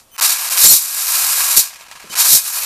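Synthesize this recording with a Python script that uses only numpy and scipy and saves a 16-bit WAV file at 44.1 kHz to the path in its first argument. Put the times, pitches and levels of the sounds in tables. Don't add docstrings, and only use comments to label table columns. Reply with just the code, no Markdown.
import sys
import numpy as np
from scipy import signal
from scipy.fft import rfft, irfft
from scipy.io import wavfile
from scipy.ndimage import uniform_filter1d

SR = 44100
rng = np.random.default_rng(int(sys.argv[2]) if len(sys.argv) > 2 else 0)


def store_wav(level_fs):
    pcm = np.round(np.clip(np.atleast_2d(level_fs), -1, 1) * 32767)
    wavfile.write(sys.argv[1], SR, pcm.T.astype(np.int16))


N = 116865
T = np.arange(N) / SR

# frequency in Hz, width in Hz, boost in dB.
BODY_MODES = [(512, 25, 8), (722, 110, 5), (1043, 13.7, 9), (1115, 22, 9), (1543, 34, -2.5), (1644, 63, 7),
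              (2259, 14, 2), (2416, 103, 4.5), (3780, 54, 2), (7250, 200, 3), (12050, 300, 0.5)]


def amp(db):
    return 10 ** (np.asarray(db) / 20)


def unit(x):
    return x / np.sqrt(np.mean(x ** 2) + 1e-20)


def curve(rows, column=1):
    rows = np.array(rows)
    return np.interp(T, rows[:, 0], rows[:, column])


def colour(x, spectrum, modes=()):
    hz, db = np.transpose(spectrum)
    bins = np.fft.rfftfreq(8192, 1 / SR)
    log_hz = np.log(bins + 1)
    outside = np.maximum(np.log(hz[0]) - log_hz, 0) + np.maximum(log_hz - np.log(hz[-1]), 0)
    modes_db = sum(boost / (1 + (2 * (bins - at) / width) ** 2) for at, width, boost in modes)
    shape_db = np.interp(log_hz, np.log(hz), db) + modes_db - 50 * outside
    log_gain = np.log(amp(np.maximum(shape_db, -90)))
    mirrored = np.r_[log_gain, log_gain[-2:0:-1]]
    taps = np.fft.ifft(np.exp(np.conj(signal.hilbert(mirrored)))).real
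    return signal.fftconvolve(x, taps[:len(taps) // 2])[:N]


def band(hz, width_hz):
    bins = np.fft.rfftfreq(N, 1 / SR)
    return unit(irfft(rfft(rng.standard_normal(N)) / (1 + (2 * (bins - hz) / width_hz) ** 4), N))


def blows(rows, decay_s):
    return sum(amp(db) * (T >= start) * np.exp(-abs(T - start) / decay_s) for start, db in rows)


def impacts(speed):
    per_second = 500 + 4500 * speed
    hits = (rng.random(N) < per_second / SR) * rng.choice([-1, 1], N)
    hits = hits * amp(np.clip(rng.standard_normal(N), -2, 2))
    local_power = abs(uniform_filter1d(hits ** 2, size=900))
    rub = 0.37 * rng.standard_normal(N)
    return unit(hits / np.sqrt(local_power + 1e-4) + rub)


def room_noise():
    # frequency in Hz, relative level in dB.
    spectrum = [(15, -54), (25, 0.5), (326, -8.5), (952, -5), (2020, -16.5), (2700, -12), (4380, -15),
                (12100, -12.5), (15000, -25)]
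    return amp(-54) * unit(colour(rng.standard_normal(N), spectrum))


def workshop(x, t60_s=0.097, wet_db=-10):
    t = T[:SR // 3]
    tail = rng.standard_normal(len(t)) * (rng.random(len(t)) < .06)
    tail *= (t > .002) * amp(-60 * t / t60_s)
    reflections = signal.fftconvolve(x, tail / np.linalg.norm(tail))[:N]
    return (x + amp(wet_db) * reflections) / np.hypot(1, amp(wet_db))


def overload_rumble():
    # centre in seconds, half width in seconds, level in dB.
    swells = [(0.662, 0.023, -33), (0.738, .024, -42), (1.577, 0.016, -39), (2.34, 0.022, -36)]
    # frequency in Hz, relative level in dB.
    spectrum = [(25, -9), (120, 4.5), (400, -1.5), (900, -10)]
    envelope = sum(amp(db) * np.exp(-((T - centre) / width) ** 2) for centre, width, db in swells)
    return unit(colour(rng.standard_normal(N), spectrum)) * envelope


def coasting():
    # start in seconds, level in dB.
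    ticks = [(1.703, -36), (1.731, -35), (1.757, -38), (1.809, -34), (1.865, -39.5), (1.884, -43),
             (1.913, -30), (1.954, -34), (1.999, -36.5), (2.025, -39)]
    bumps = [(2.04, -42), (2.1, -42)]
    # frequency in Hz, relative level in dB.
    spectrum = [(300, -23), (1000, -1.5), (3000, -3), (7000, -7.5), (12000, -16.5), (15000, -19)]
    ring = unit(colour(impacts(speed=.5), spectrum, BODY_MODES))
    thud = band(378, width_hz=470)
    return ring * blows(ticks, decay_s=0.014) + thud * blows(bumps, decay_s=0.028)


def take_up():
    # start in seconds, level in dB.
    knocks = [(.179, -29.5)]
    return band(1075, width_hz=200) * blows(knocks, decay_s=0.054)


def windings(switch_hz=3050, swell_db_per_s=130, fade_s=0.005):
    # start and length in seconds, final level in dB, slope in dB per harmonic.
    whistles = [(0.112, 0.071, -41, 0.5), (2.101, 0.031, -31, -4.5)]
    whistle = np.zeros(N)
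    for start, length, db, slope_db in whistles:
        end = start + length
        tone = unit(sum(amp(slope_db * k) * np.cos(2 * np.pi * k * switch_hz * T) for k in range(1, 6)))
        gate = np.clip(np.minimum(T - start, end - T) / fade_s, 0, 1)
        whistle += amp(db - swell_db_per_s * np.maximum(end - T, 0)) * tone * gate
    roughness = 1 + 0.35 * band(0, 300)
    return whistle * roughness


def whine(speed, wheel_hz=56, fade_s=0.2):
    # full-speed frequency in Hz, relative dB in the first run and the second.
    harmonics = [(4453, -48, -33), (7203, -36, -46), (8067, -46, -39), (8355, -34, -47), (8931, -41, -43),
                 (10948, -38, -48), (11812, -35, -44), (12101, -35, -44), (12388, -37, -42),
                 (12965, -36, -48), (14117, -38, -52), (14406, -36, -45)]
    # time in seconds, level in dB.
    hum_levels = [(.7, -71), (.97, -63.5), (1.12, -56), (1.6, -53), (1.66, -90), (2.35, -78), (2.65, -56)]
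    cycles_per_hz = np.cumsum(speed) / SR
    first_run, second_run = (np.clip(np.minimum(T - start, end - T) / fade_s, 0, 1)
                             for start, end in ((.85, 1.6), (2.34, 2.8)))
    tones = np.zeros(N)
    for hz, first_db, second_db in harmonics:
        level = first_run * amp(first_db) + second_run * amp(second_db)
        waver = 1 + 0.33 * band(0, 30)
        tones += level * waver * np.sin(2 * np.pi * (hz * cycles_per_hz + rng.random()))
    hum = amp(curve(hum_levels)) * unit(np.sin(2 * np.pi * wheel_hz * cycles_per_hz))
    return amp(-2.5) * tones + hum


def squeal(half_width_s=0.016, jitter_hz=40.63):
    # centre in seconds, frequency in Hz, relative level in dB.
    rings = [(.678, 7300, -14), (.7, 4280, -17), (.703, 5238, -21), (.703, 5825, -21), (.7, 7757, -16),
             (.708, 6750, -18), (.695, 9033, -19), (.705, 8344, -20), (.718, 9550, -17), (.698, 10870, -15),
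             (.694, 11600, -16), (.712, 11902, -13), (.712, 13200, -18), (1.578, 11500, -17),
             (2.343, 12400, -16)]
    tones = np.zeros(N)
    for centre, hz, db in rings:
        envelope = np.exp(-((T - centre) / half_width_s) ** 4)
        roughness = 1 + 0.38 * band(0, 270)
        phase = 2 * np.pi * np.cumsum(hz + jitter_hz * band(0, 77.4)) / SR
        tones += amp(db) * envelope * unit(roughness * np.sin(phase))
    return amp(2) * tones


def drivetrain(speed, dull_hz=4400, flutter_db=1.21):
    # time in seconds, tooth level in dB, chassis re teeth in dB.
    at_rest = [(0, -45, -7), (.06, -69, -11), (.13, -66, 6), (.162, -41.5, 1.5)]
    first_run = [(0.18, -24, -6.5), (.205, -22, -4), (0.227, -10, -11.5), (0.332, -14.5, -14),
                 (0.35, -19.5, -9.5), (0.476, -21.5, -7.5), (0.54, -15, -10.5), (0.562, -23, -4),
                 (0.579, -13, -9.5), (0.657, -1.5, -22.5), (0.69, -12, -23), (.712, -12, -23),
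                 (0.73, -3.5, -27), (0.81, -20, -17.5), (0.87, -24, -13.5), (1.18, -15.5, -11),
                 (1.497, -16.5, -10), (1.514, -11, -13.5), (1.551, -19.5, -9), (1.573, -3, -23),
                 (1.6, -9.5, -26), (1.635, -21.5, -12), (1.73, -40, -10), (1.785, -43, -1.5)]
    coast = [(1.85, -49, 1.5)]
    second_run = [(2.09, -44, 1), (2.118, -29.5, -13), (2.128, -27, -3.5), (2.16, -21, -6.5),
                  (2.2, -8, -14.5), (2.256, -13.5, -13), (2.33, -5, -24.5), (2.355, -4, -27),
                  (2.41, -24.5, -14.5), (2.65, -21, -8.5)]
    # frequency in Hz, relative level in dB.
    teeth_spectrum = [(1760, -29), (3000, -17.5), (3490, -13), (3790, -5.5), (4370, -4.5), (5190, -4),
                      (5630, -2.5), (6460, -3.5), (7110, -2), (7710, -3.5), (8370, -1), (9940, -3),
                      (12000, 1), (14700, -9.5), (15400, -14.5)]
    chassis_spectrum = [(120, -27.5), (300, -24.5), (450, -19), (700, -9.5), (1000, -1.5), (1400, -0.5),
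                        (1900, -4), (2600, 0), (3300, -6), (4200, -11)]
    clatter = at_rest + first_run + coast + second_run
    teeth_db = curve(clatter)
    chassis_db = teeth_db + curve(clatter, column=2)
    bright = unit(colour(impacts(speed), teeth_spectrum, BODY_MODES))
    dull = unit(signal.lfilter(*signal.butter(1, dull_hz, fs=SR), bright))
    teeth = speed * bright + (1 - speed) * dull
    chassis = unit(colour(impacts(speed), chassis_spectrum, BODY_MODES))
    flutter = amp(flutter_db * band(0, 94))
    return (teeth * amp(teeth_db) + chassis * amp(chassis_db)) * flutter


def scene():
    # time in seconds, fraction of full speed.
    motor_speed = [(.16, .03), (.22, .65), (.64, .96), (.85, 1), (1.58, 1), (1.62, .8), (1.75, .15),
                   (2.12, .03), (2.18, .65), (2.3, .96), (2.45, 1)]
    speed = curve(motor_speed)
    clatter = workshop(drivetrain(speed) + coasting() + take_up())
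    foreground = clatter + whine(speed) + overload_rumble() + squeal() + windings()
    return np.tile(foreground + room_noise(), (2, 1))


def record(dry, drive_db=0.5, ceiling=0.97, cutoff_hz=15500):
    # start in seconds, length in seconds, gain in dB.
    dips = [(0.166, 0.014, -26.5), (0.2014, 0.0081, -35), (0.4927, 0.0048, -21), (.5865, 0.0018, -18),
            (1.562, 0.0021, -18), (1.77, .02, -2.5), (1.877, 0.0033, -13), (2.1466, 0.0064, -20.5),
            (2.16, 0.0012, -12), (2.1647, 0.0014, -15), (2.171, 0.0014, -16)]
    steps_db = sum(db * (T > start) * (T < start + length) for start, length, db in dips)
    dips_db = uniform_filter1d(steps_db, size=50)
    clipped = np.clip(dry * amp(dips_db + drive_db), -ceiling, ceiling)
    low_pass = signal.firwin(511, cutoff_hz, window=("kaiser", 9), fs=SR)
    return signal.oaconvolve(clipped, low_pass[None], "same")


dry = scene()
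out = record(dry)
store_wav(out)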